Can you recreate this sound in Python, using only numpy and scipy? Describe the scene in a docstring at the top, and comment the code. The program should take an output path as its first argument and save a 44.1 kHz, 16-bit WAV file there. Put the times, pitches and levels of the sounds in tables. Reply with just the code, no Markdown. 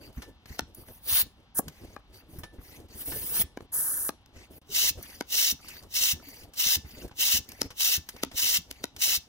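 """A metal hand pump

In a quiet room, a thumb covers the pump's port: air squeezes out past it and is sucked back in, and
the seal pops. Then eight strokes puff through the open port, each a turbulent jet. Between them the
piston slides back with a faint friction noise and the valve pops, ringing the port cavity.
Each stop jolts the hands and excites the modes of the barrel."""
import sys
import numpy as np
from scipy import signal
from scipy.fft import rfft, irfft
from scipy.io import wavfile
from scipy.ndimage import uniform_filter1d

SR = 44100
rng = np.random.default_rng(int(sys.argv[2]) if len(sys.argv) > 2 else 0)


def dump_mix(stems):
    """Bounce the given channels to the path in sys.argv[1] as a 16-bit WAV at rate SR."""
    frames = np.atleast_2d(stems).T  # one column per channel
    limited = np.clip(frames, -1, 1)  # hard clip at full scale
    pcm = np.round(limited * 32767).astype(np.int16)
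    wavfile.write(sys.argv[1], SR, pcm)


N = 409248
TIME = np.arange(N) / SR
HZ = np.fft.rfftfreq(N, 1 / SR)
JET_BAND_HZ, RUB_BAND_HZ, LOW_BAND_HZ = (2000, 16000), (1500, 7000), (25, 1000)

# Levels in all tables are relative; a source may add a gain of its own.
# open-port pushes: (full flow t/s, stop t/s, air level/dB, onset softness/dB, bump level/dB,
# return rubbing level/dB)
OPEN_PUSHES = [(4.742, 4.894, -27, 4, -42.5, -55.5), (5.327, 5.515, -27.5, 4, -46, -57),
               (5.955, 6.124, -27.5, 4.5, -36.5, -57), (6.595, 6.757, -28, 0.5, -35, -58),
               (7.206, 7.378, -27, 0.5, -40.5, -61.5), (7.805, 7.966, -28, 1.5, -37, -65),
               (8.38, 8.573, -28, 1.5, -46, -68.5), (9.023, 9.165, -28, -1, -46, -70)]
# the push that lifts the thumb: (full flow t/s, stop t/s, air level/dB, onset softness/dB, bump level/dB)
LIFT_PUSHES = [(1.09, 1.216, -27, 6.5, -41.5)]
# flow squeezing out under the thumb: (t/s, level/dB)
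LEAK_FLOW = [(2.9, -72), (2.96, -50.5), (3.018, -37.5), (3.046, -51), (3.062, -39), (3.318, -37.5),
             (3.346, -31), (3.42, -23.5), (3.45, -77)]
# phase lead of left over right, for all noise but the open-port jet: (f/Hz, phase/rad)
STEREO_PHASE = [(1500, 0.5), (2150, -4.5), (2800, -1.5), (4000, -2.5), (5900, -1), (6700, -1), (7700, -2.5),
                (8600, 1.5), (9500, -0.5), (10700, 2), (13150, -12.5), (15300, -3.5)]


def open_port_jet():
    """A turbulent jet leaves the open port as a hiss with peaks and dips in its colour."""
    # jet spectrum: (f/Hz, level/dB)
    spectrum = [(200, -26.5), (450, -17.5), (1200, -15.5), (2000, -13), (2600, 3.5), (3000, 0.5),
                (4400, -1.5), (5300, -4.5), (5700, 3.5), (8000, -7), (10500, -6), (12000, -6), (13900, 5),
                (15500, -3)]
    # peaks and dips in the colour of the open-port hiss: (f/Hz, width/Hz, level/dB)
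    peaks_and_dips = [(2080, 260, 8.5), (2450, 116, -34), (3470, 91, -7), (2670, 190, 2.5), (3620, 450, 3),
                      (5055, 270, 8), (5560, 61, 2.5), (5590, 89, 2.5), (6970, 260, 3)]
    # phase lead of left over right: (f/Hz, phase/rad)
    phase = [(1500, -1.5), (2300, 3.5), (2500, 1.5), (2900, 5), (3450, 3), (4050, 7.5), (4700, 10),
             (5700, 11.5), (7900, 11.5), (9300, 14.5), (10900, 4.5), (13100, 10.5), (15400, 6)]
    flow = sum(push_flow(*row[:4], drain_db=-24.5) for row in OPEN_PUSHES)
    colour_db = curve(spectrum) + sum(db * lorentzian(hz, width) for hz, width, db in peaks_and_dips)
    return jet(flow, colour_db, gain_db=0.5, flutter_db=1.35, patch_db=2, phase=phase)


def thumb_vent():
    """Compressed air escapes as a turbulent jet when the thumb lifts."""
    # jet spectrum: (f/Hz, level/dB)
    spectrum = [(200, -26), (500, -24.5), (1200, -19.5), (2700, -13), (4000, -8), (5500, -14),
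                (7200, -17.5), (8400, -17.5), (9500, -8), (10700, -9.5), (12500, -5.5), (13300, -19),
                (15300, 4.5)]
    flow = sum(push_flow(*row[:4], drain_db=-32.5) for row in LIFT_PUSHES)
    return jet(flow, curve(spectrum), gain_db=1, flutter_db=0.4, patch_db=2.5)


def thumb_leak():
    """Excess pressure forces a hissing jet through the narrow gap under the thumb."""
    # jet spectrum: (f/Hz, level/dB)
    spectrum = [(200, -7), (1000, -16), (1800, -11), (5500, -10), (7200, -12), (8500, -7.5), (10000, -4),
                (10600, -0.5), (12500, 2), (13300, -9), (14100, -3), (15500, 9.5)]
    flow = gain_of(np.interp(TIME, *np.transpose(LEAK_FLOW), left=-np.inf, right=-np.inf))
    return jet(flow, curve(spectrum), gain_db=-2.5, flutter_db=0.5, patch_db=4)


def thumb_suction(seal_db_per_s=1700.5):
    """A partial vacuum draws air in past the thumb until it seals the port again."""
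    # intakes: (start t/s, end t/s, level/dB, swell/(dB/s), attack/s)
    intakes = [(1.545, 1.59, -49.5, 499, 0.0066), (3.718, 4.087, -32, -17.5, 0.029)]
    # jet spectrum: (f/Hz, level/dB)
    spectrum = [(200, -24.5), (1000, -23), (1700, -17), (2400, -36.5), (4200, -30.5), (6500, -18),
                (8700, -13), (9700, -6), (10800, -3.5), (12900, -4.5), (14100, -16), (14700, -32),
                (15500, -1)]
    flow = np.zeros(N)
    for start, end, db, swell, attack_s in intakes:
        held = np.clip(TIME, start, end) - start
        late = np.clip(TIME - end, 0, 0.1)
        flow += np.minimum(held / attack_s, 1) * gain_of(db + swell * held - seal_db_per_s * late)
    return jet(flow, curve(spectrum), gain_db=3, flutter_db=0.8, patch_db=2)


def push_flow(start, end, db, soft_db, drain_db, open_db_per_s=719, close_db_per_s=1151.5):
    """Flow follows pressure: it builds, falters once, holds, and is cut off as the piston stops."""
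    early = np.maximum(start - TIME, 0)
    held = np.maximum(TIME - start, 0)
    late = np.maximum(TIME - end, 0)
    # a soft push swells more slowly and reaches full pressure later
    attack_db = -(open_db_per_s - 39.5 * soft_db) * early - soft_db * np.exp(-held / 0.027)
    falter_db = -2 * np.exp(-((held - 0.034) / 0.0048) ** 2)
    release_db = np.maximum(-close_db_per_s * late, drain_db - 241 * late)  # the last air drains slowly
    return gain_of(np.maximum(db + attack_db + falter_db + release_db, -200))


def jet(flow, colour_db, gain_db, flutter_db, patch_db, phase=STEREO_PHASE):
    """Turbulence at an opening radiates sputtering broadband noise that follows the flow."""
    hiss = patchy(noise(colour_db, JET_BAND_HZ, phase), patch_db, size=(4, 7))
    return hiss * flow * gain_of(gain_db) * flutter(70, flutter_db)


def seal_pops(start_hz=800, end_hz=215, glide_s=0.0013, peel_s=0.0042, peel_db=-11):
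    """A pressure release spits air, rings the cavity and knocks, falling in pitch as it evens out."""
    # pops of seal or valve: (t/s, knock level/dB, ring level/dB, spit level/dB, cavity pitch ratio)
    pops = [(0.5926, -25.5, -22, -26.5, 0.97), (1.5925, -17, -19, -57, 0.57), (1.964, -38, -31, -52, 0.842),
            (3.573, -27.5, -35, -47, 1.11), (4.0913, -24.5, -23.5, -30, 0.87),
            (5.209, -23.5, -27, -30, 1.07), (7.6166, -22, -28, -20.5, 0.916),
            (8.2342, -19.5, -24.5, -21, 0.94), (8.712, -40.5, -48, -31, 1.02),
            (8.8405, -24.5, -29.5, -26.5, 0.96)]
    # modes of the port cavity: (f/Hz, level/dB, T60/s)
    modes = [(759, -2, 0.022), (944, -4.5, 0.033), (1458, 5.5, 0.013), (1940, -1, 0.016),
             (2836, -16, 0.033)]
    # spectrum of the spit of air: (f/Hz, level/dB)
    spectrum = [(300, -52.5), (2000, 2.5), (4000, 8.5), (6000, 8.5), (8500, -4), (11000, 1.5), (16000, -2)]
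    out, t = np.zeros((2, N)), np.arange(2048) / SR
    cycles = np.cumsum(end_hz + (start_hz - end_hz) * np.exp(-t / glide_s)) / SR
    knock = -np.sin(2 * np.pi * cycles) * pulse(t, peak_s=0.0014)
    air = noise(curve(spectrum), JET_BAND_HZ)
    for s, knock_db, ring_db, spit_db, pitch in pops:
        detune = pitch * rng.uniform(0.94, 1.06, len(modes))
        ring = sum(gain_of(db - 60 * t / t60) * np.sin(2 * np.pi * hz * ratio * t)
                   for (hz, db, t60), ratio in zip(modes, detune))
        ring = ring * (1 - np.exp(-t / 0.00087)) * gain_of([[3], [-3]])  # louder on the left
        spit = air[:, round(s * SR):][:, :len(t)] * pulse(t, peak_s=0.00073)
        add(out, s, gain_of(knock_db) * knock + gain_of(ring_db) * ring + gain_of(spit_db) * spit)
        # the seal peels just before it lets go
        peel = air[:, round(s * SR) - len(t):][:, :len(t)] * np.exp(-t[::-1] / peel_s)
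        add(out, s - len(t) / SR, gain_of(spit_db + peel_db) * peel)
    return out


def ticks(rise_s=0.0013, gain_db=2):
    """Brief contacts of piston, fingers and grit give noise bursts, damped by the hands."""
    # clicks of piston and fingers: (t/s, level/dB, tilt/(dB/octave), T60/s)
    clicks = [(0.219, -41.5, -2, 0.12), (0.457, -39.5, -2.5, 0.025), (0.747, -28, 16, 0.024),
              (.884, -42.5, -5, .023), (1.681, -31, 1.5, 0.026), (2.386, -35, 14, 0.082),
              (2.434, -36.5, -3.5, 0.074), (3.119, -34, -3.5, 0.063), (3.606, -32.5, -6, 0.013),
              (4.26, -42, 1, .009), (5.027, -24, 14.5, 0.027), (5.683, -34.5, 4.5, 0.057),
              (6.286, -27.5, 19, 0.027), (6.535, -43.5, 3.5, 0.086), (7.111, -43.5, -6, 0.067),
              (7.489, -31, 7, 0.026), (7.518, -30.5, 1, 0.018), (7.704, -40, -1.5, 0.074),
              (8.088, -28.5, 3, 0.039), (8.163, -40, -1.5, 0.033), (8.313, -42.5, -2.5, 0.083),
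              (8.963, -36.5, 1, 0.037)]
    out, t, hz = np.zeros((2, N)), np.arange(4096) / SR, np.fft.rfftfreq(4096, 1 / SR)
    octaves = np.log2((hz + 300) / 4000)
    grit = noise(curve([(300, 5.5), (5500, 6.5), (8500, -2), (15000, -1.5)]), JET_BAND_HZ)
    for s, db, tilt, t60 in clicks + grit_clicks():
        burst = grit[:, round(s * SR):][:, :len(t)]
        scrape = unit_rms(irfft(rfft(burst) * gain_of(tilt * octaves)))
        add(out, s, scrape * gain_of(gain_db + db - 60 * t / t60) * (1 - np.exp(-t / rise_s)))
    return out


def grit_clicks(rate_per_s=7.9, above_rub_db=8, spread_db=3, tilt=3.5, t60_s=0.052, tries=8):
    """Grit catches as a random point process along each slide; gives click rows for ticks()."""
    return [(start + place * (end - start), db + above_rub_db + spread_db * (2 * force - 1), tilt, t60_s)
            for start, end, db, _, _ in slides()
            for place, chance, force in rng.random((tries, 3))
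            if chance < rate_per_s * (end - start) / tries]


def piston_friction(rub_gain_db=-2, squeak_gain_db=-8):
    """Sliding friction excites the barrel's resonances and squeaks, while air seeps past the seal."""
    # spectrum of the seal rubbing the bore: (f/Hz, level/dB)
    rub_spectrum = [(100, 5.5), (400, 0.5), (1200, -11.5), (2500, 3.5), (3500, -5.5), (5700, -1.5),
                    (7500, -6.5), (11000, -19.5), (16000, -25)]
    # spectrum of the seeping air: (f/Hz, level/dB)
    seep_spectrum = [(1000, -28), (5000, -58), (8000, -12), (10000, 0), (12500, 2), (15000, 4.5)]
    # barrel resonances under the piston: (f/Hz, width/Hz, level/dB)
    resonances = [(1970, 370, 7), (3060, 130, -15.5), (4550, 1100, 1), (6160, 240, 2.5), (6250, 120, -4)]
    power = 1 + sum(gain_of(db) ** 2 * lorentzian(hz, width) for hz, width, db in resonances)
    rub = noise(curve(rub_spectrum) + 10 * np.log10(power), RUB_BAND_HZ)
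    rub = patchy(rub, depth_db=4.5) * flutter(37, depth_db=2.5)
    seep = patchy(noise(curve(seep_spectrum), band_hz=(8000, 16000)), depth_db=5)
    squeak = noise(20 * np.log10(lorentzian(4610, 210)), RUB_BAND_HZ) * flutter(18, depth_db=4)
    out = np.zeros((2, N))
    for start, end, rub_db, seep_db, squeak_db in slides():
        span = slice(round(start * SR), round(end * SR))
        scrape = gain_of(rub_db + rub_gain_db) * rub[:, span] + gain_of(seep_db) * seep[:, span]
        scrape += gain_of(squeak_db + squeak_gain_db) * squeak[:, span]
        add(out, start, scrape * signal.windows.tukey(scrape.shape[1], 0.63))
    return out


def seal_squelch(slips_per_s=80, gain_db=1, spread_db=4, ring_s=0.002, pitches=12):
    """Stick-slip of the greased seal scatters dull grains along each slide."""
    out, t = np.zeros(N), np.arange(1024) / SR
    effort = sum(gain_of(row[2]) * during([row]) for row in slides())
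    for hz in np.geomspace(550, 1900, pitches):
        slips = rng.random(N) < slips_per_s / pitches / SR
        strength = gain_of(spread_db * np.minimum(rng.exponential(1, N), 3))
        grain = np.sin(2 * np.pi * hz * t) * np.exp(-t / ring_s)
        out += signal.oaconvolve(slips * strength * effort, grain)[:N]
    return gain_of(gain_db) * out


def slides(after_s=0.065, before_s=0.105):
    """Spans of sliding friction: against the covered port, and back between the open pushes."""
    # port covered: (start t/s, end t/s, rubbing level/dB, seepage level/dB, squeak level/dB)
    covered = [(0, .101, -63.5, -64, -57), (.12, .263, -65.5, -67, -78), (.45, .6, -59.5, -64, -66),
               (.735, .86, -72, -61, -59), (.831, 1.02, -66.5, -60, -80), (1.653, 2.007, -66.5, -71.5, -73),
               (2.115, 2.23, -62.5, -64, -58), (2.27, 2.434, -70.5, -63, -73),
               (2.578, 2.825, -62, -61, -77), (2.88, 3.004, -62, -78, -61), (4.325, 4.491, -62, -73.5, -65),
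               (4.493, 4.622, -69, -60.5, -80)]
    returns = [(stop + after_s, following[0] - before_s, db, db - 4, db - 0.5)
               for (_, stop, _, _, _, db), following in zip(OPEN_PUSHES, OPEN_PUSHES[1:])]
    return list(covered) + returns


def palm_thumps(bump_hz=80, swell_s=0.0087, rustle_db=-5):
    """Soft impacts on the palms give heavily damped low tones, with a dull rustle of skin."""
    # the pump shifts in the hands: (t/s, level/dB, f/Hz)
    shifts = [(0.17, -33, 62), (.499, -41.5, 50.4), (.614, -40, 68.4), (1.118, -40, 80), (1.668, -41, 154),
              (2.288, -49.5, 330), (2.355, -46, 348), (2.381, -35.5, 71), (2.581, -38.5, 45.1),
              (4.691, -46, 408), (5.518, -44.5, 253), (6.269, -47.5, 277), (6.661, -43, 69),
              (6.845, -39, 71.75), (6.929, -49.5, 235), (7.041, -48, 309), (7.337, -36.5, 71.6),
              (7.64, -39, 270), (8.262, -42, 262), (8.58, -46, 176)]
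    out, t = np.zeros((2, N)), np.arange(4096) / SR
    skin_db = curve([(25, -4.5), (60, 6), (280, -1.5), (600, -26), (2000, -21.5), (8000, -73.5)])
    skin = gain_of(rustle_db) * noise(skin_db, LOW_BAND_HZ)
    for s, db, hz in shifts + [(s, db, bump_hz) for s, db in stroke_ends()]:
        thump = np.sin(2 * np.pi * hz * t) + skin[:, round(s * SR):][:, :len(t)]
        add(out, s, gain_of(db) * thump * pulse(t, swell_s))
    return out


def barrel_ring(coupling_db=-23):
    """The metal barrel rings faintly in free, damped vibration after each stop."""
    # hard knocks: (t/s, level/dB)
    knocks = [(0.224, -55.5), (2.434, -50.5), (3.125, -49)]
    # modes of the metal: (f/Hz, level/dB, T60/s)
    modes = [(1763, 1.5, 0.32), (3760, -12, 0.25), (5450, -18, .25), (9200, -15, .25), (11000, -9, .25)]
    out, t = np.zeros((2, N)), np.arange(SR // 2) / SR
    for s, strike_db in knocks + [(s, db + coupling_db) for s, db in stroke_ends()]:
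        for hz, db, t60 in modes:
            tone = np.sin(2 * np.pi * hz * t + rng.uniform(0, 2 * np.pi))
            add(out, s, gain_of(strike_db + db - 60 * t / t60) * tone)
    return out


def stroke_ends(lag_s=0.0079):
    """The stopping piston gives up its momentum in a bump: rows of (t/s, level/dB)."""
    leak_stop = (3.422, -37.5)
    stops = [(row[1], row[4]) for row in LIFT_PUSHES + OPEN_PUSHES] + [leak_stop]
    return [(s + lag_s, db) for s, db in stops]


def grip_rumble(gain_db=-6, ease_s=0.12):
    """Structure-borne rumble of the grip grows as the hands press harder on each slide and push."""
    colour_db = curve([(20, -11.5), (50, 3.5), (90, 3), (150, -7), (300, -3.5), (600, -10.5),
                       (1200, -28.5), (4000, -34)])
    work = gain_of(-58) * during(slides()) + gain_of(-59) * during(LIFT_PUSHES + OPEN_PUSHES)
    work += gain_of(-51.5) * during([(LEAK_FLOW[0][0], LEAK_FLOW[-1][0])])
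    effort = gain_of(-58.5) + uniform_filter1d(work, size=round(ease_s * SR))
    return gain_of(gain_db) * noise(colour_db, LOW_BAND_HZ) * effort * flutter(13.8, depth_db=6.5)


def reverberation(x, tail_db=-24, build_s=0.029):
    """Convolution with early reflections and a faint diffuse tail that decays exponentially."""
    # reverberation time: (f/Hz, T60/s)
    decay = [(150, 0.29), (600, 0.11), (2000, 0.14), (5600, 0.22), (10000, 0.27), (16000, 0.11)]
    # reflections off hands, ground and a wall: (left t/s, right t/s, level/dB)
    reflections = [(.00105, 0.0028, -32.5), (.0041, 0.004, -23), (.0073, .0069, -24.5),
                   (0.0134, .0144, -18)]
    hz, t, bins = signal.stft(rng.standard_normal((2, SR // 2)), SR, nperseg=256)
    colour_db = curve([(200, -7.5), (800, 8.5), (3000, 6.5), (5800, 3), (12000, -13.5)], hz)[:, None]
    envelope = gain_of(colour_db - 60 * t / curve(decay, hz)[:, None]) * (1 - np.exp(-t / build_s))
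    response = signal.istft(bins * envelope, SR, nperseg=256)[1]
    response *= gain_of(tail_db) / np.linalg.norm(response[0])
    for left_s, right_s, db in reflections:
        response[[0, 1], [round(left_s * SR), round(right_s * SR)]] += gain_of(db)
    return signal.fftconvolve(x, response, axes=1)[:, :N]


def room_tone(level_db=-62):
    """Stationary noise, strongest in the bass, is the floor of the still room."""
    # ambient spectrum: (f/Hz, level/dB)
    spectrum = [(20, -14.5), (45, 8.5), (82, 4), (130, -4), (270, -5), (400, -23.5), (800, -8.5),
                (1600, -19), (3500, -15), (6000, -27), (10000, -58.5), (16000, -58.5)]
    return gain_of(level_db) * noise(curve(spectrum), LOW_BAND_HZ)


def noise(colour_db, band_hz, phase=STEREO_PHASE):
    """Partially coherent stereo noise; the mean of the channels has rms 1 inside the band."""
    # likeness of left and right: (f/Hz, coherence)
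    coherence = [(100, 1), (1200, 0.77), (2000, 0.61), (2380, 0.7), (2900, 0.87), (3400, 0.63),
                 (5000, 0.83), (8500, 0.31), (10600, 0.81), (11600, 0.69), (13100, 0.99), (14500, 1),
                 (15400, 0.87)]
    # left minus right: (f/Hz, level/dB)
    balance = [(500, 0), (1200, 1), (1900, 6), (2380, -2.5), (2750, 3.5), (3800, 2), (4800, 3),
               (6000, -0.5), (8000, -2), (12000, 0.5)]
    left, independent = rfft(rng.standard_normal((2, N)))
    same, lean_db = curve(coherence), curve(balance) / 2
    right = (same * left + np.sqrt(1 - same ** 2) * independent) * np.exp(-1j * curve(phase))
    pair = np.array([left * gain_of(lean_db), right * gain_of(-lean_db)]) * gain_of(colour_db)
    in_band = (HZ > band_hz[0]) * (HZ < band_hz[1])
    return irfft(pair, N) / irfft(pair.mean(0) * in_band, N).std()


def patchy(x, depth_db, size=(9, 7)):
    """Friction and turbulence are uneven: the spectrum shifts in random patches of (bins, frames)."""
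    bins = signal.stft(x, nperseg=512, noverlap=384)[2]
    field = rng.standard_normal(bins.shape[1:])
    field = uniform_filter1d(uniform_filter1d(field, size[0], 0), size[1], 1)
    return signal.istft(bins * gain_of(depth_db * unit_rms(field)), nperseg=512, noverlap=384)[1][:, :N]


def flutter(rate_hz, depth_db):
    """Random amplitude modulation by low-passed noise."""
    drift = irfft(rfft(rng.standard_normal(N)) / (1 + (HZ / rate_hz) ** 2), N)
    return gain_of(depth_db * unit_rms(drift))


def lorentzian(hz, width_hz):
    """Bell-shaped curve of peak 1 and the given full width at half height."""
    return 1 / (1 + (2 * (HZ - hz) / width_hz) ** 2)


def pulse(t, peak_s):
    """Critically damped impulse response of peak 1."""
    return t / peak_s * np.exp(1 - t / peak_s)


def gain_of(db):
    """Decibels to amplitude."""
    return 10 ** (np.asarray(db) / 20)


def unit_rms(x):
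    """Scales to rms 1."""
    return x / np.sqrt(np.mean(x ** 2) + 1e-20)


def curve(points, hz=HZ):
    """Interpolates (f/Hz, value) points on a log-frequency axis."""
    f, value = np.transpose(points)
    return np.interp(np.log(hz + 1), np.log(f + 1), value)


def during(rows):
    """Sum of unit gates, each open from a row's start to its end."""
    return sum(1. * (TIME > row[0]) * (TIME < row[1]) for row in rows)


def add(mix, s, sound):
    """Superposes a sound on the mix at time s."""
    part = mix[:, max(round(s * SR), 0):][:, :sound.shape[-1]]
    part += sound[..., :part.shape[1]]


def scene():
    """Superposition of the pump's direct sound, its reverberation and the low background."""
    pump = thumb_vent() + thumb_leak() + thumb_suction() + open_port_jet()
    pump += piston_friction() + seal_squelch() + barrel_ring() + seal_pops() + ticks() + palm_thumps()
    return pump + reverberation(pump) + grip_rumble() + room_tone()


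def record(dry, cutoff_hz=15800):
    """The level dips briefly before the open-port strokes; a low-pass filter limits the band."""
    dip_db = np.interp(TIME, [4.582, 4.6, 4.613, 4.616], [0, -28, -28, 0])
    lowpass = signal.firwin(401, cutoff_hz, window=("kaiser", 8), fs=SR)
    return signal.oaconvolve(dry * gain_of(dip_db), lowpass[None], "same")


dry = scene()
out = record(dry)
dump_mix(out)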